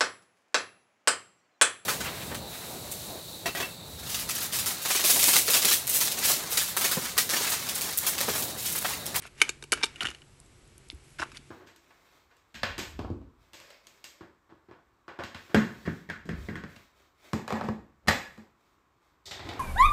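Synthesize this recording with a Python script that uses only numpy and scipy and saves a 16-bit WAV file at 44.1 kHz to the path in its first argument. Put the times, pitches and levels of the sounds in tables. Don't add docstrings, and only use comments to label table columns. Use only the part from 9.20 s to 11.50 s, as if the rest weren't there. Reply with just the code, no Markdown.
import sys
import numpy as np
from scipy import signal
from scipy.fft import rfft, irfft
from scipy.io import wavfile

SR = 44100
rng = np.random.default_rng(int(sys.argv[2]) if len(sys.argv) > 2 else 0)


def decibels_to_gain(level_db):
    exponent = np.asarray(level_db, float) / 20
    return 10 ** exponent


def materialize(psi):
    bounded = np.clip(np.atleast_2d(psi).T, -1, 1)
    quanta = np.round(bounded * 32767).astype(np.int16)
    wavfile.write(sys.argv[1], SR, quanta)


N = 101430

# [f/Hz, level/dB]
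TRAY_MODES = [(400, -14.5), (900, -13.5), (1250, -14), (1570, -4), (2300, 1.5), (2900, -3.5), (3670, -2),
              (4400, -6), (5100, -9.5), (5900, -7), (7000, -7), (8300, -8.5), (9600, -10), (11000, -14.5)]
# [f/Hz, density/dB per Hz]
RUB_COLOUR = [(250, 2), (400, -0.5), (700, -13), (1500, -6), (2500, -2), (4000, -11), (8000, -16),
              (12000, -23)]
TRAY_T60_S = 0.019
TRAY_LOW_HZ = 237


def rms_one(x):
    return x / np.sqrt(np.mean(x ** 2) + 1e-20)


def coloured(x, points):
    hz, db = np.transpose(points)
    bin_hz = np.maximum(np.arange(len(x) // 2 + 1) * SR / len(x), 1)
    gain = decibels_to_gain(np.interp(np.log(bin_hz), np.log(hz), db))
    return rms_one(irfft(rfft(x) * gain, len(x)))


def filtered(x, order, edge_hz, kind):
    return signal.sosfilt(signal.butter(order, edge_hz, kind, fs=SR, output="sos"), x)


def add(out, s, x):
    i = int(s * SR)
    out[i:i + len(x)] += x[:len(out) - i]


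def air():
    # [f/Hz, density/dB]
    hiss_colour = [(25, -11), (50, -1.5), (140, -5), (200, -13.5), (370, -13), (520, -19.5), (4000, -27),
                   (11500, -30.5)]
    # [f/Hz, width/Hz, level/dB]
    fan_lines = [
        (49, 12.5, -67.5),
        (92.2, 6.2, -71.5),
        (137.63, 3.07, -63.5),
        (363.2, 24, -71.5),
        (7870, 710, -73),
    ]
    out = decibels_to_gain(-57.5) * coloured(rng.standard_normal(N), hiss_colour)
    for hz, width_hz, db in fan_lines:
        noise = rng.standard_normal(N + SR)
        line = filtered(noise, 2, [hz - width_hz / 2, hz + width_hz / 2], "band")
        out = out + decibels_to_gain(db) * rms_one(line[SR:])
    return out


def rubbing():
    # [t/s, level/dB]
    handling = [(0, -56), (0.051, -50.5), (.1, -68), (.155, -63.5), (0.227, -41.5), (.4, -65.5),
                (0.502, -70.5), (.55, -43.5), (0.669, -51), (.74, -56.5), (0.852, -47), (.93, -52.5),
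                (1.072, -73), (1.75, -67.5), (1.96, -64), (2.032, -56), (2.17, -59), (2.22, -65)]
    grains_per_s, grain_db = 1200, 1.5
    s, db = np.transpose(handling)
    sizes = decibels_to_gain(grain_db * np.minimum(rng.exponential(1, N), 4)) * rng.choice([-1, 1], N)
    grains = sizes * (rng.random(N) < grains_per_s / SR)
    body = coloured(grains, RUB_COLOUR) + decibels_to_gain(0.5) * coloured(rng.standard_normal(N), RUB_COLOUR)
    r = decibels_to_gain(-60 / (TRAY_T60_S * SR))
    for hz, level_db in TRAY_MODES[3:6]:
        w = 2 * np.pi * hz / SR
        ring = signal.lfilter([1], [1, -2 * r * np.cos(w), r * r], grains)
        body = body + decibels_to_gain(level_db - 12) * rms_one(ring)
    body = filtered(body, 4, TRAY_LOW_HZ, "high")
    return decibels_to_gain(np.interp(np.arange(N) / SR, s, db)) * rms_one(body)


def scraping():
    # [t/s, length/s, level/dB, brightness/dB]
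    scrapes = [
        (0.016, 0.069, -48.5, -20),
        (0.174, 0.13, -53, -3.5),
        (0.805, 0.0348, -38.5, -9),
        (0.84, 0.066, -45, -17),
        (1.835, 0.132, -74, 14.5),
        (1.984, 0.059, -39.5, -35),
        (2.143, 0.04, -47.5, -12),
    ]
    edge_s = 0.0046
    out, t = np.zeros(N), np.arange(N) / SR
    grains = rng.standard_normal(N) ** 3
    dull = filtered(coloured(grains, RUB_COLOUR), 2, 700, "high")
    bright = rms_one(np.diff(grains, prepend=0))
    for s, length_s, db, bright_db in scrapes:
        envelope = np.clip(np.minimum(t - s, s + length_s - t) / edge_s, 0, 1)
        out += decibels_to_gain(db) * envelope * (dull + decibels_to_gain(bright_db) * bright)
    return out


def ticks():
    # [t/s, peak/dB, f/Hz, broad click/dB]
    steel_ticks = [(0.022, -32, 8700, -6), (0.031, -39, 8900, -5), (0.063, -42, 6500, -13),
                   (0.067, -33.5, 3000, 8), (.076, -36, 2580, -1), (.985, -48, 2950, -10.5),
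                   (1.2009, -32.5, 8960, -6.5), (1.25, -49, 7550, -26.5), (1.262, -49.5, 7670, -28.5),
                   (1.477, -45.5, 8770, -7), (1.580, -34.5, 9070, -25), (1.684, -45, 8700, -2),
                   (1.687, -41, 8530, -8), (1.709, -40.5, 10700, -20.5), (1.716, -43, 2130, -32),
                   (1.722, -45, 10600, -20), (1.747, -46.5, 10900, -26)]
    out, t = np.zeros(N), np.arange(900) / SR
    for s, peak_db, hz, wide_db in steel_ticks:
        noise = rng.standard_normal((2, len(t)))
        x = rms_one(filtered(noise[0], 1, [hz / 1.25, hz * 1.2], "band"))
        x = x + decibels_to_gain(wide_db) * np.diff(noise[1], prepend=0)
        x = x + decibels_to_gain(2.5) * np.sin(2 * np.pi * hz * t)
        x = x * decibels_to_gain(-60 * t / (0.007 + 10 / hz))
        add(out, s, decibels_to_gain(peak_db) * x / np.abs(x).max())
    return out


def struck(hits, modes, t60_s):
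    # [t/s, f/Hz, gain/dB]
    spots = [(.202, 2740, 17), (.216, 2817, 2), (.292, 4200, 3), (.292, 6740, 9), (.52, 3720, -4.5),
             (.424, 3000, -6.5), (.216, 7870, 4), (.216, 9900, 2), (.52, 2200, 6), (.52, 7760, 9.5),
             (.52, 10300, 7), (.528, 2970, 1.5), (.533, 2900, 6), (.542, 2900, 2), (.627, 3000, 6),
             (.632, 3910, 5.5), (.632, 5460, 16), (.64, 3040, 5.5), (.64, 3940, 8), (.64, 850, 9.5),
             (.807, 2950, 7.5), (.8105, 2870, 4), (.815, 2970, 6), (2.068, 1480, 4), (.216, 4700, -6),
             (.52, 1380, -4), (.822, 1460, 9), (.852, 1440, 10), (.858, 1470, 17), (.869, 2920, 2),
             (.947, 1700, 3), (.947, 4230, 11), (1.018, 3330, 11.5), (1.989, 1510, 14), (1.999, 5270, 10),
             (2.017, 1500, -7), (2.027, 1560, 4), (2.031, 1070, 17), (2.055, 1500, 19), (2.117, 2750, 10),
             (2.117, 4230, 13)]
    spot_octaves, spot_s = 0.13, 0.0025
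    cluster, cluster_edge_db, members = 0.0225, -2, 5
    travel = 0.0732
    ring_fall = 0.15
    mode_spread_db, stutter = -0.5, 0.69
    settle_db, settle_s = -8, 0.0067
    crack_db, crack_t60_s = -14, 0.053
    build_s, contact_lag_s = 0.00019, 0.0007
    out, t = np.zeros(N), np.arange(2600) / SR

    hz, level_db = np.repeat(np.transpose(modes), members, axis=1)[:, :, None]
    wide = cluster * (1 + 2.02 * (hz > 4200))
    place = np.tile(np.linspace(-1, 1, members), len(modes))[:, None]
    level_db = level_db + cluster_edge_db * place ** 2
    hz = hz * (1 + wide * place + 0.0073 * rng.standard_normal(hz.shape))
    low = hz < 600
    late = np.maximum(t - travel * np.maximum(hz ** -.5 - .016, 0), 0)
    decay = decibels_to_gain(-60 * late / (t60_s * (hz / 2500) ** -ring_fall))
    bank = np.sin(2 * np.pi * hz * late) * decay
    bank = np.where(low, bank, filtered(bank, 2, 650, "high"))

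    for s, peak_db, tilt_db, bass_db, stutter_ms in hits:
        draw = rng.standard_normal((2, len(hz), 1))
        noise = rng.standard_normal((2, len(t)))
        spot_db = 0
        for when_s, at_hz, db in spots:
            if abs(when_s - s) < spot_s:
                spot_db = spot_db + db * np.exp(-(np.log2(hz / at_hz) / spot_octaves) ** 2)
        tone_db = tilt_db * np.log2(hz / 2500) + bass_db * low
        gain = decibels_to_gain(level_db + spot_db + tone_db + mode_spread_db * draw[0])

        fade = np.exp(-1000 * t / stutter_ms)
        contact = (t == 0) + stutter * np.maximum(noise[0] - 1.8, 0) * fade
        comb = np.interp(hz, np.arange(len(t) // 2 + 1) * SR / len(t), np.abs(rfft(contact)))
        sign = np.where(low, 1, np.sign(draw[1]))
        rings = np.sum(gain / np.maximum(comb, .5) * sign * bank, axis=0)

        jostle = np.diff(np.maximum(np.abs(noise[1]) - 2.2, 0), prepend=0)
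        jostle = decibels_to_gain(settle_db) * jostle * np.exp(-t / settle_s) * np.cos(np.pi * t / t[-1] / 2)
        x = signal.fftconvolve(rings, contact + jostle)[:len(t)] * (1 - np.exp(-t / build_s))
        crack = np.diff(noise[1], prepend=0) / 4 * decibels_to_gain(-60 * t / crack_t60_s) ** .5 * fade ** .5
        x = x / np.abs(x).max() + decibels_to_gain(crack_db + 2 * tilt_db) * crack
        add(out, s + contact_lag_s, decibels_to_gain(peak_db) * x)
    return filtered(out, 4, TRAY_LOW_HZ, "high")


def finger_taps():
    # [t/s, peak/dB, brightness/dB per octave, bass/dB, stutter/ms]
    taps = [(0.051, -34.5, -2.5, 4.5, 4.4), (1.989, -29.5, -1, -9, 4.5), (1.995, -24, -3, 13.5, 4.9),
            (1.999, -26.5, -0.5, -17, 6.2), (2.004, -34, -0.5, 13, 11), (2.017, -22, -1, -21, 1.2),
            (2.021, -19.5, -1.5, 7.5, 0.89), (2.0265, -16, -2.1, 1, 1.7), (2.031, -25.5, 0, -10.5, 8.6),
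            (2.041, -41, -11, 13, 4), (2.068, -44, -2, 1, 3), (2.055, -38, -12.5, 8, 4.2),
            (2.083, -41.5, -10, 8, 2.8), (2.117, -38.5, 4, 3, 6)]
    # [f/Hz, level/dB]
    pad_modes = [(340, -26.5), (700, -7), (1050, -6.5), (1290, -8), (1500, 0), (2000, -29), (2700, -5.5),
                 (3900, -12), (5300, -13.5), (7200, -17.5), (9500, -25)]
    return struck(taps, pad_modes, 0.013)


def tray_knocks():
    # [t/s, peak/dB, brightness/dB per octave, bass/dB, stutter/ms]
    knocks = [(0.2008, -28.5, 2, -2, 16), (0.2153, 0.5, 0, -5, 3.9), (0.282, -33, -3, -10, 0.84),
              (0.2912, -14, 1, 2, 2.95), (0.424, -24.5, -0.5, 2, 1.9), (0.438, -29, 0, 3, 2.5),
              (0.52, -4.5, 3.5, 13, 2.75), (0.533, -13, 5, 17, 1.6), (0.542, -29.5, 0.5, 9, 1.3),
              (0.573, -30.5, -4.5, -19, 4.8), (0.599, -52, -3, -6, 2.2), (0.606, -43, 6, -22, 2.4),
              (0.612, -30, -10.5, -30, 2.8), (0.627, -20, -2.5, -17, 2.5), (0.632, -8.5, -2.7, -8, 4.4),
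              (0.636, -13, -3, -13, 4.1), (0.6405, -9.5, 0.5, -34, 0.37), (0.655, -25, 2.5, -12, 4.1),
              (0.663, -28.5, 0, -13, 2.5)]
    return struck(knocks, TRAY_MODES, TRAY_T60_S)


def pencil_rattles():
    # [t/s, peak/dB, brightness/dB per octave, bass/dB, stutter/ms]
    rattles = [(0.5275, -6, -0.5, 2.5, 4.3), (0.758, -32.5, 1.5, -9, 3.7), (0.8062, -16.5, 0, 8, 7.9),
               (0.815, -28, 3.5, -3, 3), (0.823, -24.5, -19, -24, 3.9), (0.828, -31, -5, 22, 0.91),
               (0.844, -24, -11, -23, 1.8), (0.852, -15, -1.5, 7, 2.2), (0.858, -18, 2, -13, 2.1),
               (0.869, -17.5, -0.2, 6, 2.1), (0.885, -26, -0.5, 14, 1.1), (0.902, -28, 3.5, 0, 1.6),
               (0.912, -32, 0.3, -6, 2), (0.8095, -21, -4, -4, 2.05), (0.947, -33.5, 0.5, -5, 1.6),
               (1.018, -39, -1, -0.8, 3.3)]
    # [f/Hz, level/dB]
    pencil_modes = [(330, -25.5), (800, -17), (1430, -1.5), (1800, -1), (2350, -3.5), (2900, 5),
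                    (3600, -4.5), (4400, -9.5), (5500, -9), (6800, -7), (8300, -12), (10200, -11)]
    return struck(rattles, pencil_modes, 0.017)


def thumps():
    # [t/s, level/dB, f/Hz]
    pushes = [(0.552, -46, 64), (0.657, -49, 57.6), (0.842, -40, 118), (.875, -44, 61), (1.575, -52, 315),
              (1.6, -52, 375), (2.13, -49.5, 240), (2.192, -47, 245), (0.831, -40, 196),
              (1.729, -41.5, 300), (1.736, -38.5, 67), (1.999, -43, 73.5)]
    out, t = np.zeros(N), np.arange(6000) / SR
    for s, db, hz in pushes:
        swell = 3 * hz * t * np.exp(-1.2 * hz * t)
        add(out, s, decibels_to_gain(db) * swell * np.sin(2 * np.pi * hz * t))
    return out


def leg_snaps():
    # [t/s, peak/dB, brightness/dB per octave, bass/dB, stutter/ms]
    snaps = [
        (.830, -25.5, -2, -15.5, 0.89),
        (1.6997, -22.5, -5, -18.5, .6),
        (1.7105, -44, -4.5, -26, .6),
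        (2.170, -29, -3, -20, 0.82),
        (2.176, -43.5, 3, -20, 1.5),
    ]
    # [f/Hz, level/dB]
    leg_modes = [(2080, -18), (2900, -9), (3545, -5), (4300, -3), (4940, -6.5), (6600, -12), (8800, -13),
                 (10800, -21)]
    return struck(snaps, leg_modes, 0.0088)


def room(x):
    t60_s, level_db, wall_cut_hz = 0.2, -21, 6400
    t = np.arange(SR // 2) / SR
    dull = np.exp(-2 * np.pi * wall_cut_hz / SR)
    tail = signal.lfilter([1], [1, -dull], rng.standard_normal(len(t)))
    tail = tail * decibels_to_gain(-60 * t / t60_s) * (t > .004)
    return decibels_to_gain(level_db) * signal.fftconvolve(x, tail / np.sqrt(np.sum(tail ** 2)))[:N]


def scene():
    near = scraping() + ticks() + finger_taps() + tray_knocks() + pencil_rattles() + leg_snaps()
    return (air() + rubbing() + near + room(near) + thumps())[None]


def roll_off(x):
    return signal.sosfilt(signal.butter(12, 12680, fs=SR, output="sos"), x)


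def record(dry):
    x = np.tanh(dry / 1.183) * 1.126
    x = signal.sosfilt(signal.ellip(8, .5, 36, 11610, fs=SR, output="sos"), x)
    x = filtered(x, 2, 12500, "low")
    return roll_off(x)


dry = scene()
out = record(dry)
materialize(out)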